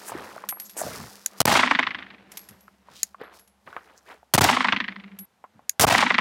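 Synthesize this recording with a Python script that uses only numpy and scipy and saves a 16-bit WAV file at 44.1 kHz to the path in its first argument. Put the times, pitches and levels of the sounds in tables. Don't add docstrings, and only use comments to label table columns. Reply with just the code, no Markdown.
import sys
import numpy as np
from scipy import signal
from scipy.fft import rfft, irfft
from scipy.io import wavfile
from scipy.ndimage import uniform_filter1d

SR = 44100
rng = np.random.default_rng(int(sys.argv[2]) if len(sys.argv) > 2 else 0)


def waveform_to_disk(signal):
    frames = np.transpose(np.atleast_2d(signal))
    scaled = np.clip(frames, -1, 1) * 32767
    samples = np.round(scaled).astype(np.int16)
    wavfile.write(sys.argv[1], SR, samples)


N = 273552
TIME = np.arange(N) / SR
CUT_S = 5.255


def gain_of(db):
    return 10 ** (np.asarray(db) / 20)


def evened(x):
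    return x / np.sqrt(np.mean(x ** 2) + 1e-20)


def read(points, hz):
    f, value = np.transpose(points)
    return np.interp(np.log(hz + 1e-6), np.log(f), value)


def bump(hz, centre_hz, octaves):
    return np.exp(-(np.log2((hz + 1) / centre_hz) / octaves) ** 2)


def add(mix, s, sound):
    part = mix[max(round(s * SR), 0):][:len(sound)]
    part += sound[:len(part)]


def coloured(x, spectrum):
    return evened(irfft(rfft(x) * gain_of(read(spectrum, np.fft.rfftfreq(len(x), 1 / SR))), len(x)))


def impulse(colour_db, size=4096):
    hz = abs(np.fft.fftfreq(size, 1 / SR))
    log_gain = np.log(gain_of(np.maximum(colour_db(hz), -100)))
    pulse = np.fft.ifft(np.exp(np.conj(signal.hilbert(log_gain)))).real[:size // 2]
    return pulse / np.linalg.norm(pulse)


def arrivals(taps, scatter_db, t60, size=6000):
    t = np.arange(size) / SR
    train = rng.standard_normal(size) * gain_of(-60 * t / t60)
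    train *= gain_of(scatter_db) / np.linalg.norm(train)
    for delay, db in taps:
        add(train, delay, gain_of([db]))
    return train


def struck(train, pulse):
    sound = signal.fftconvolve(train, pulse)
    return sound / np.sqrt(uniform_filter1d(sound ** 2, size=44).max())


def swells(rows):
    power = np.zeros(N)
    for s, rise, fall, db in rows:
        shape = np.exp(-np.where(TIME < s, ((TIME - s) / rise) ** 2 / 2, (TIME - s) / fall))
        power += (gain_of(db) * shape) ** 2
    return np.sqrt(power)


def rubbing(spectrum, per_s, spread_db, smooth_db):
    slips = rng.standard_normal(N) * gain_of(spread_db * np.minimum(rng.exponential(1, N), 4))
    slips *= rng.random(N) < per_s / SR
    return coloured(evened(slips) + gain_of(smooth_db) * rng.standard_normal(N), spectrum)


# f/Hz, level/dB
AIR_COLOUR = [(24, -30), (40, -10.5), (77, -2.5), (124, -15), (199, -3), (305, -14), (810, -8), (1210, -14),
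              (14100, -32), (16000, -47)]

def open_air(air_db=-67.5, hum_hz=68.4, hum_db=-72, drone_db=-61):
    first_shot_s = SHOTS[0][0]
    hum = gain_of(hum_db) * evened(np.sin(2 * np.pi * hum_hz * TIME))
    drone_colour = [(120, -55), (170, -16), (202, 2), (240, -20), (350, -15), (2000, -94.5)]
    drone = gain_of(drone_db) * coloured(rng.standard_normal(N), drone_colour)
    air = gain_of(air_db) * coloured(rng.standard_normal(N), AIR_COLOUR)
    return air + drone * (TIME < first_shot_s) + hum * (TIME > first_shot_s) * (TIME < CUT_S)


# loudest at t/s, rise/s, fall/s, level/dB
PUFFS = [(.17, 0.043, 0.084, -41), (.86, 0.018, 0.08, -34), (1.03, 0.064, 0.028, -35.5),
         (2.525, 0.019, 0.024, -44), (2.92, .015, .03, -53), (3.67, .01, .03, -48),
         (5.56, 0.011, 0.026, -47)]
# f/Hz, level/dB
PUFF_COLOUR = [(30, -11), (70, -0.5), (130, 4.5), (250, 2), (450, -31), (2000, -68)]

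def puffs(level_db=-7.5):
    return gain_of(level_db) * swells(PUFFS) * coloured(rng.standard_normal(N), PUFF_COLOUR)


# loudest at t/s, rise/s, fall/s, level/dB
RUSTLES = [(.06, 0.064, 0.13, -47.5), (.3, 0.088, 0.12, -52), (.66, 0.044, 0.16, -54),
           (.86, 0.028, .21, -39), (1.39, 0.011, 0.0053, -45), (2.37, .04, 0.18, -57),
           (3.06, 0.048, 0.045, -58.5), (3.36, 0.02, 0.042, -55), (3.74, 0.066, 0.27, -65.5),
           (4.11, 0.041, .05, -61.5)]
# f/Hz, level/dB
CLOTH_COLOUR = [(1500, -8), (3000, -6), (5000, 1.5), (8000, -4.5), (12000, -5.5), (16000, -12)]

def clothes(level_db=-0.5):
    hiss = rubbing(CLOTH_COLOUR, per_s=700, spread_db=2.2, smooth_db=-1)
    return gain_of(level_db) * swells(RUSTLES) * hiss


# loudest at t/s, rise/s, fall/s, level/dB, centre f/Hz, width/octaves
SCRAPES = [(0.096, 0.027, 0.0074, -38.5, 8200, 0.91), (0.7816, 0.0076, .026, -29, 7800, .8),
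           (.662, 0.0072, 0.0091, -44.5, 6700, 0.41), (3.0, 0.051, .025, -49, 3600, 1.5),
           (3.985, .015, .006, -57, 5700, 0.64)]

def scrapes(per_s=900):
    out, hz = np.zeros(N), np.geomspace(500, 16000, 16)
    for s, rise, fall, db, centre_hz, octaves in SCRAPES:
        colour_db = 20 * bump(hz, centre_hz, octaves) + 20 * np.log10(np.minimum(hz / centre_hz, 1))
        shape = np.exp(-((TIME - s) / np.where(TIME < s, rise, fall)) ** 2 / 2)
        swish = rubbing(np.transpose([hz, colour_db]), per_s, spread_db=3.5, smooth_db=-2)
        out += gain_of(db) * shape * swish
    return out


# loudest at t/s, rise/s, fall/s, level/dB
STEPS = [(.2, 0.14, 0.2, -41.5), (.81, 0.026, 0.035, -38.5), (.95, 0.069, 0.12, -41),
         (1.38, 0.055, 0.021, -52.5), (2.36, 0.054, 0.13, -58.5), (2.52, 0.034, 0.069, -58.5),
         (2.92, 0.039, .07, -56.5), (3.22, 0.016, .06, -43.5), (3.34, 0.026, 0.038, -53),
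         (3.675, 0.0074, 0.16, -50), (3.9, 0.033, 0.062, -55.5), (4.11, 0.025, 0.033, -44),
         (5.6, 0.094, .15, -70)]
# f/Hz, level/dB
CRUNCH_COLOUR = [(110, -34), (180, -16), (276, -4.5), (441, 0), (626, -2), (1180, -1.5), (1720, -4),
                 (3130, -15.5), (4000, -18), (5200, -26), (8800, -91)]

def gravel(level_db=1, per_s=70, spread_db=1.0, smooth_db=-3):
    grains = np.zeros(N)
    for hz in np.geomspace(250, 4800, 21):
        t = np.arange(round(5 / hz * SR)) / SR
        grain = np.sin(2 * np.pi * hz * t) * np.hanning(len(t)) * hz
        hits = rng.choice([-1., 1.], N) * gain_of(spread_db * np.minimum(rng.exponential(1, N), 3))
        hits *= rng.random(N) < per_s / SR
        grains += signal.oaconvolve(hits, grain)[:N]
    crunch = coloured(evened(grains) + gain_of(smooth_db) * rng.standard_normal(N), CRUNCH_COLOUR)
    return gain_of(level_db) * swells(STEPS) * crunch


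# t/s, level/dB, centre f/Hz, fade time/s
KNOCKS = [(0.094, -30.5, 970, 0.035), (0.119, -24, 880, 0.041), (0.15, -27, 314, 0.041),
          (0.363, -30.5, 684, 0.021), (0.379, -31.5, 1230, 0.027), (0.438, -28, 1020, 0.035),
          (0.525, -26.5, 1010, 0.019), (0.571, -37.5, 1050, 0.041), (0.766, -31, 480, 0.02),
          (0.814, -20, 696, 0.026), (0.836, -25.5, 685, 0.13), (0.865, -26, 600, 0.11),
          (2.68, -38, 1240, 0.03), (2.885, -38.5, 930, 0.029), (3.145, -33.5, 1110, 0.039),
          (3.213, -31, 480, 0.05), (3.675, -36, 1182, 0.039), (3.728, -34, 1415, 0.12),
          (3.765, -23, 1190, 0.065), (4.229, -43.5, 780, 0.024), (5.44, -33, 995, 0.056),
          (5.592, -43, 855, 0.051)]
# multiple of its centre pitch, level/dB
KNOCK_COLOUR = [(.1, -25), (.4, -13.5), (.7, -5.5), (1.05, 4), (1.45, -10), (2.2, -18.5), (5, -50),
                (12, -47.5)]

def knocks(level_db=-1):
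    out = np.zeros(N)
    for s, db, centre_hz, t60 in KNOCKS:
        pulse = impulse(lambda hz: read(KNOCK_COLOUR, hz / centre_hz))
        add(out, s, gain_of(db + level_db) * struck(arrivals([(.001, 0)], -0.14, t60), pulse))
    return out


# t/s, strike level/dB, ring level/dB, main ring f/Hz
TINKS = [(0.4888, -23.5, -22.5, 11500), (0.599, -32.5, -30.5, 11470), (0.696, -39, -48, 11470),
         (0.769, -39, -65, 11470), (2.318, -39.5, -69, 11440), (2.3718, -31, -39, 11500),
         (2.488, -39.5, -49.5, 11440), (2.607, -55, -56, 11440), (3.236, -62, -62, 11550),
         (3.394, -51, -49, 11300), (3.476, -55, -60.5, 10880), (5.1884, -39.5, -36, 11460)]
# f/Hz, level/dB
STRIKE_COLOUR = [(500, -19.5), (1800, -4.5), (3000, -4.5), (4200, -8.5), (5500, -4.5), (9000, -6.5),
                 (12000, -2), (16000, -23)]
# f/Hz, level/dB, fade time/s
METAL_NOTES = [(8500, -12, 0.17), (9140, -11, 0.13), (10700, -13, 0.23), (11470, -2.5, 0.26),
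               (11300, -11, 0.13), (14750, -9, .08), (15320, -12, 0.13)]

def tinks(hardness=0.96, main_hz=11470):
    out, t = np.zeros(N), np.arange(SR // 2) / SR
    pulse = impulse(lambda hz: read(STRIKE_COLOUR, hz))
    hardest_db = max(row[1] for row in TINKS)
    for s, strike_db, ring_db, ring_hz in TINKS:
        ring = np.zeros(len(t))
        for hz, db, t60 in METAL_NOTES:
            softened_db = hardness * (strike_db - hardest_db) * (1 - bump(hz, main_hz, 0.33))
            fade = gain_of(db + softened_db + 2 * rng.standard_normal() - 60 * t / t60)
            ring += fade * np.sin(2 * np.pi * (hz * ring_hz / main_hz * t + rng.random()))
        add(out, s, gain_of(strike_db) * struck(arrivals([(0.022, -15.5)], 0, t60=0.042), pulse))
        add(out, s, gain_of(ring_db) * ring)
    return out * (TIME < CUT_S)


# t/s, level/dB
CLICKS = [(1.261, -8.5), (3.0311, -4.5), (5.6942, -9)]
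# f/Hz, level/dB
CLICK_COLOUR = [(100, -64.5), (1000, -41), (1500, -15), (2100, -8.5), (3200, -19.5), (4600, -6),
                (5600, -6.5), (6800, 6), (8200, -10), (10400, -3.5), (13000, -8.5), (16000, -23.5)]

def action_clicks(level_db=-6, tail_db=-16, contact_s=0.0014):
    out, t = np.zeros(N), np.arange(SR // 8) / SR
    pulse = impulse(lambda hz: read(CLICK_COLOUR, hz))
    bounces = [(.0008, 0), (.0027, -10), (.008, -25)]  # t/s, level/dB
    contact = sum(gain_of(db) * np.exp(-((t - at) / contact_s) ** 2) for at, db in bounces)
    for s, db in CLICKS:
        snap = contact * rng.choice([-1., 1.], len(t))
        tail = arrivals([], tail_db, t60=0.066, size=len(t))
        add(out, s, gain_of(db + level_db) * struck(snap / np.linalg.norm(snap) + tail, pulse))
    return out


def wavering(hz, t, waver, overtone_db):
    drift = waver * evened(uniform_filter1d(rng.standard_normal(len(t)), size=300))
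    phase = 2 * np.pi * np.cumsum(hz * (1 + drift)) / SR
    return evened(np.sin(phase) + gain_of(overtone_db) * np.sin(2 * phase))


# t/s, roar level/dB, roar rise/s,
# roar starts fading after/s, boom f/Hz, boom level/dB, hum level/dB, tail ends at t/s
SHOTS = [(1.404, -16, 0.14, 0.12, 266, -34, -54, 3.95), (4.3386, -20, 0.039, 0.14, 243, -33, -40, CUT_S),
         (5.797, -19, 0.083, 0.14, 246, -31.5, -42, 6.3)]

def throb(beats_per_s=13.15, depth=0.84, boom_rise_s=0.17, boom_hold_s=.24, boom_t60=0.88,
          hum_hz=197, hum_rise_s=0.34, hum_t60=7):
    out = np.zeros(N)
    for s, *_, boom_hz, boom_db, hum_db, end in SHOTS:
        t = np.arange(round((end - s) * SR)) / SR
        boom = np.minimum(t / boom_rise_s, 1) ** 2 * wavering(boom_hz, t, waver=.08, overtone_db=-19.5)
        boom *= gain_of(boom_db - 60 * np.maximum(t - boom_hold_s, 0) / boom_t60)
        hum = np.minimum(t / hum_rise_s, 1) ** 2 * wavering(hum_hz, t, waver=0.016, overtone_db=-21.5)
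        hum *= gain_of(hum_db - 60 * t / hum_t60)
        beat = evened(1 - depth * np.cos(2 * np.pi * beats_per_s * t))
        add(out, s, (boom + hum) * beat * signal.windows.tukey(len(t), .02))
    return out


# f/Hz, level/dB
ECHO_COLOUR = [(60, -23.5), (150, -14.5), (250, 0), (420, -14.5), (700, -4), (1000, 5.5), (1400, -1.5),
               (2000, 5), (2600, -5), (3400, -7.5), (5000, -21), (8000, -34.5), (16000, -50)]

def flutter(level_db=-10, first_s=.1095, step_s=.0393, count=18, hold_s=0.38, fade_db_per_s=94.5,
            air_hz=3300, uneven_db=1.07, bunch_gap_s=0.0042, lag_s=0.00696, lag_hz=450):
    out, size = np.zeros(N), 4096
    t, hz = np.arange(size) / SR, np.fft.rfftfreq(size, 1 / SR)
    late_bass = np.exp(-2j * np.pi * lag_s * lag_hz * np.arctan(hz / lag_hz))
    scatter = gain_of(-13 - 60 * t / .11)
    for k in range(count):
        delay = first_s + k * step_s
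        weak = k % 2 == 0
        db = level_db - fade_db_per_s * max(delay - hold_s, 0) - 4 * weak
        body_db = np.clip(31.5 - 89.5 * delay - 12.5 * weak, -16, 6)
        pulse = impulse(lambda f: read(ECHO_COLOUR, f) + body_db * bump(f, 650, 0.99)
                        - 22 * delay * np.maximum(f / air_hz - 1, 0) ** 2)
        chirp = irfft(rfft(pulse, size) * late_bass)
        for s, *_ in SHOTS:
            gap = bunch_gap_s * rng.uniform(0.94, 1.3)
            bunches = sum(gain_of(bunch_db) * np.exp(-((t - .001 - at) / .001) ** 2)
                          for at, bunch_db in [(0, -1), (gap * .8, 0), (gap * 2, -8)])
            echo = signal.fftconvolve((bunches + scatter) * rng.standard_normal(size), chirp)
            echo /= np.sqrt(np.sum(echo ** 2) / (bunch_gap_s * SR))
            add(out, s + delay, gain_of(db + uneven_db * rng.standard_normal()) * echo)
    return out


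# f/Hz, level/dB
ROAR_COLOUR = [(30, -44.5), (90, -0.5), (200, -2), (350, -5.5), (500, -7.5), (750, 4), (1200, -4),
               (2200, -7), (4000, -10), (8000, -17.5), (12000, -24.5), (16000, -28)]
# f/Hz, fade time/s
ROAR_FADE = [(80, 0.15), (200, 0.28), (400, 0.39), (700, 0.23), (1200, 0.9), (2500, 0.98), (5000, 0.57),
             (8000, 0.43), (14000, 0.2)]
# f/Hz, level/dB
FAR_ROLL_COLOUR = [(100, 6.5), (380, 25.5), (650, 8.5), (2000, 15.5), (4000, 8), (8000, -8.5)]

def roar(flicker_db=3.0, grain_db=3.0, far_db=-33, far_t60=2.36):
    out = np.zeros(N)
    for s, db, rise, hold, *_, end in SHOTS:
        grains = rng.standard_normal(2 * SR)
        grains *= gain_of(grain_db * np.minimum(rng.exponential(1, 2 * SR), 2))
        hz, age, bands = signal.stft(coloured(grains, ROAR_COLOUR), SR, nperseg=256, noverlap=192)
        near = gain_of(-60 * np.maximum(age - hold, 0) / read(ROAR_FADE, hz)[:, None])
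        far = gain_of(far_db - 60 * age / far_t60 + read(FAR_ROLL_COLOUR, hz + 1)[:, None])
        flicker = evened(uniform_filter1d(rng.standard_normal(len(age)), size=4))
        build_up = np.minimum(age / rise, 1) ** 2
        bands *= np.hypot(near, far) * gain_of(db + flicker_db * flicker) * build_up
        _, sound = signal.istft(bands, SR, nperseg=256, noverlap=192)
        add(out, s, sound[:round((end - s) * SR)])
    return out


# t/s, length/s, level/dB, push against crack/dB
BURSTS = [(1.4035, 0.0049, -10, -4.5), (1.4137, 0.0037, -15.5, 0.5), (1.4543, 0.005, -14, -0.5),
          (1.4767, .011, -25, 11.5), (4.338, 0.0056, -10, -5), (4.3464, 0.01, -15.5, 2.5),
          (4.373, .013, -20, 11), (4.4098, 0.014, -21, 6), (4.442, 0.0014, -8.5, -32.5),
          (5.7962, 0.0083, -14, -3), (5.809, 0.029, -14.5, -5.5), (5.839, 0.012, -23, 13),
          (5.866, .016, -30.5, 11.5)]
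# f/Hz, level/dB
CRACK_COLOUR = [(100, -10.5), (400, -14.5), (900, 0.5), (2000, -4.5), (5000, 0), (10000, -3), (16000, -8)]
PUSH_COLOUR = [(30, -17.5), (60, -17), (120, 5), (300, -6.5), (700, 0.5), (1500, -8), (4000, -23.5),
               (16000, -37)]

def blasts(sag_db=5, release_s=0.00094):
    crack = coloured(rng.standard_normal(N), CRACK_COLOUR)
    push = coloured(rng.standard_normal(N), PUSH_COLOUR)
    out = np.zeros(N)
    for s, length, db, push_db in BURSTS:
        t = np.arange(round((length + .01) * SR)) / SR
        part = slice(round(s * SR), round(s * SR) + len(t))
        shape = gain_of(-sag_db * t / length) * np.exp(-np.maximum(t - length, 0) / release_s)
        add(out, s, gain_of(db) * shape * (evened(crack[part]) + gain_of(push_db) * evened(push[part])))
    return out


def scene():
    shots = blasts() + roar() + flutter() + throb()
    metal = action_clicks() + tinks()
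    movement = knocks() + gravel() + clothes() + puffs() + scrapes()
    return (shots + metal + movement + open_air())[None]


# from t/s, to t/s, value it sticks at
PINNED = [(1.43, 1.4537, 0.0094), (1.459, 1.466, -0.056), (4.367, 4.3788, -0.012), (4.3938, 4.4085, 0.14),
          (5.8523, 5.8683, 0.041), (5.892, 5.898, -0.005)]

def record(dry, ceiling=.63, leak_db=-42, low_cut_hz=66, high_cut_hz=16100):
    wave = dry / (1 + (dry / ceiling) ** 10) ** (1 / 10)
    for start, end, offset in PINNED:
        pinned = uniform_filter1d(1. * ((TIME > start) & (TIME < end)), size=60)
        wave = wave * (1 - pinned) + pinned * (offset + gain_of(leak_db) * wave)
    low_cut = signal.butter(6, low_cut_hz, "highpass", fs=SR, output="sos")
    high_cut = signal.firwin(255, high_cut_hz, window=("kaiser", 9), fs=SR)
    return signal.oaconvolve(signal.sosfilt(low_cut, wave), high_cut[None], "same")


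dry = scene()
out = record(dry)
waveform_to_disk(out)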